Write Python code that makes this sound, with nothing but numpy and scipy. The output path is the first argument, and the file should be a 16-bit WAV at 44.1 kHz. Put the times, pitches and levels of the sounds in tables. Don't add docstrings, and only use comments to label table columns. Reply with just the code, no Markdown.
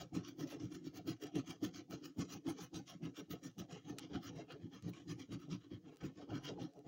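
import sys
import numpy as np
from scipy import signal
from scipy.fft import rfft, irfft
from scipy.io import wavfile

SR = 44100
rng = np.random.default_rng(int(sys.argv[2]) if len(sys.argv) > 2 else 0)


def store_wav(level_fs):
    pcm = np.round(np.clip(np.atleast_2d(level_fs), -1, 1) * 32767)
    wavfile.write(sys.argv[1], SR, pcm.T.astype(np.int16))


N = 303259

# start_s, length_s, bite_s (attack), scrape_crest, scrape_db, bright_db,
# sizzle_crest, sizzle_db (relative to the scrape),
# boom_lead_s, boom_crest, boom_db, deep_db, groan_db (both relative to the boom)
STROKES = [(-0.03, 0.049, 0.073, 0.29, -52, 3, 1, -17.5, -0.02, 1.23, -49, -1, -8),
           (0.149, 0.021, 0.028, 0.75, -55, 0, 0.29, -10, 0.021, 1.1, -40, -2, -17),
           (0.25, 0.03, 0.045, 0.87, -57.5, 1, 1.3, -13.5, 0.048, 3.5, -44.5, -5.5, -14),
           (0.402, 0.016, 0.036, 0.5, -57, 3, 0.35, -2.5, 0.022, 2.9, -40, -5.5, -13.5),
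           (0.472, 0.065, 0.032, 0.66, -57, 1, 0.74, -6.5, 0.031, 1.4, -45.5, -12, -4.5),
           (0.598, 0.042, 0.014, 1, -62, 7, 0.95, -13, -0.0021, 1.25, -44.5, -2, -16.5),
           (0.718, 0.04, 0.029, 0.76, -60, 1.5, 0.46, -9.5, 0.01, 1.35, -47, -8.5, -20),
           (0.848, 0.029, 0.039, 1.0, -66, 3, 0.84, -13, 0.033, 0.95, -49, -6, -28),
           (0.953, 0.025, 0.029, 0.71, -59.5, 1.5, 0.56, -9, 0.028, 2, -51, -5.5, -6),
           (1.076, 0.038, 0.023, 0.48, -52.5, -2.5, 0.55, -4, 0.0017, -0.76, -38, -3, -19),
           (1.219, 0.049, 0.038, 0.48, -57.5, -4.5, 0.23, -8.5, -0.0059, 0.1, -49, -12, -7),
           (1.359, 0.024, 0.042, 1.0, -51.5, 0, 0.6, -11, 0.0072, -0.1, -36, -3, -17),
           (1.477, 0.041, 0.057, 0.68, -54, 1.5, 0.69, -7.5, -0.013, 0.04, -47, -5, -11.5),
           (1.637, 0.026, 0.034, 0, -54, 3, 0.4, -7, 0.0093, 0.1, -41, -4, -13),
           (1.744, 0.045, 0.022, 0.54, -59, 3.5, 0.51, -12, 0.028, 1.5, -49.5, -6, -9),
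           (1.908, 0.032, 0.017, 0.81, -58, 2.5, 0.084, -12, 0.0091, 1.0, -44.5, -5.5, -15),
           (2.041, 0.025, 0.058, 0.56, -59.5, 4.5, 0.71, -8.5, 0.026, 1.0, -51.5, -9, -13),
           (2.195, 0.024, 0.029, 0.27, -55, 4, -0.14, -7.5, 0.011, -0.35, -38.5, -2, -15.5),
           (2.301, 0.042, 0.081, 0.8, -55, 4, 0.9, -10.5, 0.013, 1.6, -47.5, -6, -10),
           (2.47, 0.037, 0.032, 0.65, -53.5, 0.5, 0.75, -5, 0.0092, 0.5, -42, -8.5, -17),
           (2.586, 0.057, 0.063, 0.37, -57.5, 4, 0.75, -5.5, 0.012, 0.53, -54, -5, -8),
           (2.746, 0.048, 0.025, 0.27, -60, 7.5, 0.4, -0.5, 0.0057, -0.35, -43, -4, -14.5),
           (2.874, 0.071, 0.025, 0.29, -61, 4, 0.43, -4.5, 0.024, 0.95, -57.5, -3, -4.5),
           (3.038, 0.019, 0.024, 1, -57, -4, 0.29, -11, 0.03, 1.57, -43, -3.5, -22),
           (3.154, 0.05, 0.032, 0.49, -58, -0.5, 0.69, -9.5, -0.028, 1.08, -52, -6.5, -8.5),
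           (3.307, 0.027, 0.015, 0.36, -56.5, -2.5, 0.41, -7, 0.0023, 0.1, -41.5, -3, -15.5),
           (3.438, 0.031, 0.03, 0.61, -61, 5, 0.7, -7, 0.019, 0.7, -52, -4.5, -8.5),
           (3.582, 0.026, 0.013, 0.89, -62, 5.5, 0.57, -5, 0.0018, 0.9, -47, -4.5, -11),
           (3.699, 0.073, 0.023, 0.46, -57.5, -2, 0.26, -16.5, 0.013, 0.4, -50.5, -3, -7),
           (3.855, 0.047, 0.067, 1, -62.5, 0.5, 0.94, -6.5, 0.013, 1.56, -45, -3, -11.5),
           (3.981, 0.059, 0.029, 0.94, -60.5, 1, 0.22, -14, 0.031, 1.1, -50.5, -4.5, -10),
           (4.134, 0.019, 0.057, 0.63, -55.5, -5.5, 1.1, -25, 0.032, 2.1, -41.5, -1, -11),
           (4.229, 0.05, 0.048, 0.8, -56, -3, 0.21, -14.5, 0.014, 3, -38, -5.5, -8),
           (4.36, 0.041, 0.036, 0.97, -60, 0, 0.18, -25, 0.02, 0.86, -46, -2.5, -9),
           (4.501, 0.029, 0.041, 0.5, -57, -17, 0.62, -18, 0.017, 1.9, -50, -6.5, -5),
           (4.604, 0.042, 0.067, 1, -71.5, -5, 1.8, -26, 0.0098, 1.0, -48.5, -1, -16.5),
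           (4.733, 0.032, 0.034, 0.81, -59, -6, 0.43, -22, 0.016, 0.7, -54.5, -8.5, -9.5),
           (4.824, 0.059, 0.017, 1.0, -64, 1.5, 1.28, -3, -0.0058, 1.4, -45.5, 6, -18.5),
           (4.934, 0.078, 0.025, 0.41, -62.5, -6.5, 0.42, -19, 0.008, 0.84, -55.5, -7.5, -13.5),
           (5.088, 0.028, 0.034, 0.94, -57.5, 3.5, 1, -8.5, 0.018, 0.5, -42.5, 1, -22),
           (5.194, 0.024, 0.038, 0.0, -59.5, -1, -0.066, -5, 0.028, 0.12, -52.5, -7.5, -16),
           (5.315, 0.022, 0.045, 1, -59, -2, 0.99, -11, 0.02, 1.8, -43, 0.5, -23.5),
           (5.393, 0.036, 0.067, 1.0, -66, -6, 0.22, -16, 0.034, 1.9, -52.5, -6.5, -21),
           (5.507, 0.028, 0.024, 1.0, -57, 1, 1.7, -10.5, 0.02, 0.6, -45, -2, -23),
           (5.608, 0.035, 0.026, 1.0, -69.5, -3, -0.1, -22, 0.021, 1.7, -58, -2.5, -11),
           (5.71, 0.028, 0.017, 1.0, -63, -10, 1.12, -16, 0.00052, 0.6, -47.5, -4, -27.5),
           (5.873, 0.17, 0.063, 0.0, -67.5, -8, 0.58, -14, 0.12, 0.0, -58.5, -4.5, -3),
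           (6.013, 0.048, 0.045, 0.88, -58.5, -2, 0.87, -16, -0.0084, 0.8, -41.5, -2, -18.5),
           (6.177, 0.039, 0.082, 1, -64.5, 0, 0.67, -25, 0.0095, 1.27, -52, -7, -3),
           (6.299, 0.06, 0.029, 1.0, -54, -6.5, 1.05, -17, 0.011, 0.78, -41.5, -2, -12.5),
           (6.434, 0.073, 0.029, 0.51, -55, 0.5, 0.15, -12.5, 0.026, 1.08, -45, -4, -5.5),
           (6.591, 0.061, 0.05, 0.61, -60.5, -1.5, 0.78, -19, 0.029, 0.2, -46, -4.5, -10),
           (6.72, 0.064, 0.067, 1.0, -77.5, 2, 0.89, -13, -0.036, 1.0, -56, -11, -1),
           (6.863, 0.023, 0.035, 0.25, -72, -5, 0.67, -27, 0.0052, -0.5, -48.5, -1, -10.5)]
# pitch_hz, width_hz, gain_db
CARD_MODES = [(1128, 150, -5.5), (1288, 88, 3), (1808, 200, -7), (2383, 70, -4.5), (2834, 88, -1),
              (3241, 128, 1.5), (4013, 106, -4), (4770, 880, -10), (5764, 60, 2), (6230, 230, -4),
              (6600, 1130, -10.5)]
# pitch_hz, width_hz, gain_db
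SIZZLE_MODES = [(8300, 210, -17), (10700, 790, -11), (10960, 590, -11), (15740, 840, -0.5),
                (15640, 300, -9)]
# pitch_hz, width_hz, gain_db
DEEP_TABLE_MODES = [(63.4, 57, -21.5), (118.7, 24, -3.5), (148.8, 57, -3.5), (178.1, 33, -0.5)]
# pitch_hz, width_hz, gain_db
UPPER_TABLE_MODES = [(252, 25.6, -4), (293, 47, 2.5), (361, 62, -8)]


def amp(db):
    return 10 ** (np.asarray(db) / 20)


def unit_rms(x):
    return x / np.sqrt(np.mean(x ** 2) + 1e-20)


def filtered(x, kind, hz, order=2):
    return signal.sosfilt(signal.butter(order, hz, kind, fs=SR, output="sos"), x)


def drift(rate_hz):
    knot_hz = 200
    knots = rng.standard_normal(int(N / SR * knot_hz) + 2)
    pole = np.exp(-2 * np.pi * rate_hz / knot_hz)
    slow = signal.lfilter([1], [1, -2 * pole, pole * pole], np.tile(knots, 2))[len(knots):]
    return np.interp(np.arange(N) * knot_hz / SR, np.arange(len(slow)), unit_rms(slow))


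def grains(per_s, spread_db):
    sizes = amp(spread_db * np.minimum(rng.exponential(1, N), 4)) * rng.choice([-1, 1], N)
    return unit_rms(sizes * (rng.random(N) < per_s / SR))


def impulses(start_s, level_db):
    force = np.zeros(N)
    force[np.round(start_s * SR).astype(int)] = amp(level_db) * rng.choice([-1, 1], len(start_s))
    return force


def resonate(x, hz, width_hz):
    radius = np.exp(-np.pi * width_hz / SR)
    feedback = [1, -2 * radius * np.cos(2 * np.pi * hz / SR), radius ** 2]
    return signal.lfilter(np.array([1, 0, -1]) * (1 - radius ** 2) / 2, feedback, x + 1e-18)


def body(force, modes, wander_db, wander_hz):
    ring = np.zeros(N)
    for k, (hz, width_hz, gain_db) in enumerate(modes):
        coupling = amp(2 * wander_db * np.tanh(drift(wander_hz) / 2))
        ring += (-1) ** k * amp(gain_db) * resonate(force * coupling, hz, width_hz)
    return ring


def rubbed(force, level_db, modes, wander_db, wander_hz):
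    steady_gain = np.std(body(force, modes, 0, wander_hz))
    return body(force * amp(level_db), modes, wander_db, wander_hz) / steady_gain


def stroke_envelope(lead_s, bite_s, crest, level_db, fall_db_per_s, slope_db_per_s):
    t = np.arange(0, N + 32, 32)[:, None] / SR
    start_s, length_s = np.transpose(STROKES)[:2]
    attack_db = 20 / np.maximum(bite_s, .002) * np.maximum(start_s - lead_s - t, 0)
    release_db = fall_db_per_s * np.maximum(t - start_s - length_s, 0)
    sag_db = slope_db_per_s * abs(t - start_s - crest * length_s)
    power = np.sum(amp(2 * (level_db - attack_db - release_db - sag_db)), axis=1)
    return np.interp(np.arange(N) / SR, t[:, 0], 10 * np.log10(power + 1e-14))


def stroke_glide(values):
    start_s, length_s = np.transpose(STROKES)[:2]
    return np.interp(np.arange(N) / SR, start_s + length_s / 2, values)


def scrape(scrape_db, crest_db, bright_db, sizzle_db):
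    chatter_db = 1.62 * drift(43) + 1.3 * drift(30)
    drive_db = scrape_db + chatter_db
    card = rubbed(grains(2600, 3.0), drive_db - 2.5, CARD_MODES, wander_db=4.3, wander_hz=6)
    small_modes = [(hz, 30 + 0.008 * hz, -np.log2(hz / 1000)) for hz in np.geomspace(1000, 6900, 24)]
    flares = rubbed(grains(2000, 3.0), drive_db - 5, small_modes, wander_db=6.3, wander_hz=6)
    mids, highs = [filtered(card + flares, kind, 4300, order=3) for kind in ("low", "high")]
    shelf_db = np.clip(0.12 * (scrape_db - crest_db), -7, 3) + bright_db
    rasp = filtered(mids + highs * amp(shelf_db), "low", 7600, order=3)
    sizzle = rubbed(grains(7100, 1.1), sizzle_db + chatter_db, SIZZLE_MODES, wander_db=6.3, wander_hz=7.3)
    return rasp + sizzle


def table_judder(boom_db, deep_db, groan_db):
    # pitch_hz, width_hz, gain_db
    groan_modes = [(418, 48, 3.5), (496.3, 34, -2.5), (551, 20.7, -5), (707.5, 48, -1), (809, 73, -7)]
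    upper_share = np.sqrt(np.clip(1 - amp(2 * deep_db) - amp(2 * groan_db), .1, 1))
    deep = rubbed(grains(900, 1.93), boom_db + deep_db + .5, DEEP_TABLE_MODES,
                  wander_db=2.44, wander_hz=6.5)
    upper = rubbed(grains(900, 3.25) * upper_share, boom_db - .5, UPPER_TABLE_MODES,
                   wander_db=1.4, wander_hz=5.7)
    groan = rubbed(grains(700, 1.74), boom_db + groan_db - 2, groan_modes, wander_db=8.7, wander_hz=14.6)
    return filtered(deep + upper, "band", [55, 450]) + filtered(groan, "band", [380, 950])


def wall_reflections(x, t60_s):
    t = np.arange(int(.3 * SR)) / SR
    dull_noise = signal.lfilter([1], [1, -.5], rng.standard_normal(len(t)))
    tail = dull_noise * amp(-60 * t / t60_s) * (t > .004)
    return signal.fftconvolve(x, tail / np.sqrt(np.sum(tail ** 2)))[:N]


def room_tone(level_db):
    # frequency_hz, relative_density_db
    spectrum = [(40, -17), (150, -8), (300, 1.5), (600, -54), (1300, -27.5), (6500, -20), (8000, -33),
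                (13500, -37), (15300, -26.5)]
    hz, density_db = np.transpose(spectrum)
    bins_hz = np.fft.rfftfreq(N, 1 / SR) + 1
    colour = amp(np.interp(np.log(bins_hz), np.log(hz), density_db))
    return amp(level_db) * unit_rms(irfft(rfft(rng.standard_normal(N)) * colour, N))


def table_jolts():
    # start_s, force_db
    blows = [(0.165, -23), (0.41, -29), (0.545, -41), (0.619, -44), (0.868, -28), (1.079, -32),
             (1.243, -33), (1.361, -26.5), (1.627, -31), (1.934, -31.5), (2.182, -34), (2.467, -34),
             (2.742, -31), (3.308, -29.5), (3.6, -35), (3.898, -28.5), (4.16, -23.5), (4.625, -36.5),
             (4.881, -32), (5.104, -31), (5.327, -32), (5.504, -50), (5.715, -46), (6.042, -28),
             (6.225, -33.5), (6.323, -38), (6.353, -36), (6.593, -31.5)]
    force = impulses(*np.transpose(blows))
    thumps = body(force, DEEP_TABLE_MODES + UPPER_TABLE_MODES, wander_db=1.9, wander_hz=2.3)
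    return amp(35) * filtered(thumps, "band", [55, 600])


def rim_ticks():
    # start_s, force_db
    catches = [(1.269, -49), (1.356, -42.5), (1.743, -72), (1.909, -48.5), (2.4687, -61), (2.7437, -47),
               (3.304, -55), (3.437, -52), (3.5144, -66), (3.582, -52), (3.7973, -78), (3.9845, -35),
               (3.9863, -35.5), (3.9933, -40), (4.36, -62), (4.5223, -53), (4.824, -53), (4.9362, -58),
               (5.945, -67), (5.9594, -59), (5.9695, -52.5), (6.7357, -62), (6.791, -60)]
    start_s, force_db = np.transpose(catches)
    clicks = impulses(start_s + .0007, force_db)
    snap = filtered(clicks, "band", [1800, 6800])
    ring = body(clicks, CARD_MODES, wander_db=2, wander_hz=9)
    sparkle = body(clicks, SIZZLE_MODES, wander_db=2, wander_hz=9)
    return amp(15) * snap + amp(13) * ring + amp(9) * sparkle


def rim_squeak():
    # start_s, pitch_hz, width_hz, force_db
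    squeak = (4.9355, 2350, 110, -16)
    start_s, pitch_hz, width_hz, force_db = squeak
    kick = np.zeros(N)
    kick[round(start_s * SR)] = amp(force_db)
    return resonate(kick, pitch_hz, width_hz)


def scene():
    (_, _, bite_s, scrape_crest, scrape_db, bright_db, sizzle_crest, sizzle_db,
     boom_lead_s, boom_crest, boom_db, deep_db, groan_db) = np.transpose(STROKES)
    scrape_curve = stroke_envelope(0, bite_s, scrape_crest, scrape_db,
                                   fall_db_per_s=248, slope_db_per_s=163)
    sizzle_curve = stroke_envelope(0, bite_s, sizzle_crest, scrape_db + sizzle_db,
                                   fall_db_per_s=389, slope_db_per_s=460)
    boom_curve = stroke_envelope(boom_lead_s, .03, boom_crest, boom_db,
                                 fall_db_per_s=230, slope_db_per_s=127)
    scratching = scrape(scrape_curve, stroke_glide(scrape_db), stroke_glide(bright_db), sizzle_curve)
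    scratching += rim_ticks() + rim_squeak()
    low_end = table_judder(boom_curve, stroke_glide(deep_db), stroke_glide(groan_db)) + table_jolts()
    reflections = amp(-18.5) * wall_reflections(scratching, t60_s=0.036)
    return (scratching + low_end + reflections + room_tone(level_db=-81))[None]


def record(dry):
    cutoff_hz = 15750
    return signal.sosfilt(signal.ellip(10, .5, 60, cutoff_hz, fs=SR, output="sos"), dry)


dry = scene()
out = record(dry)
store_wav(out)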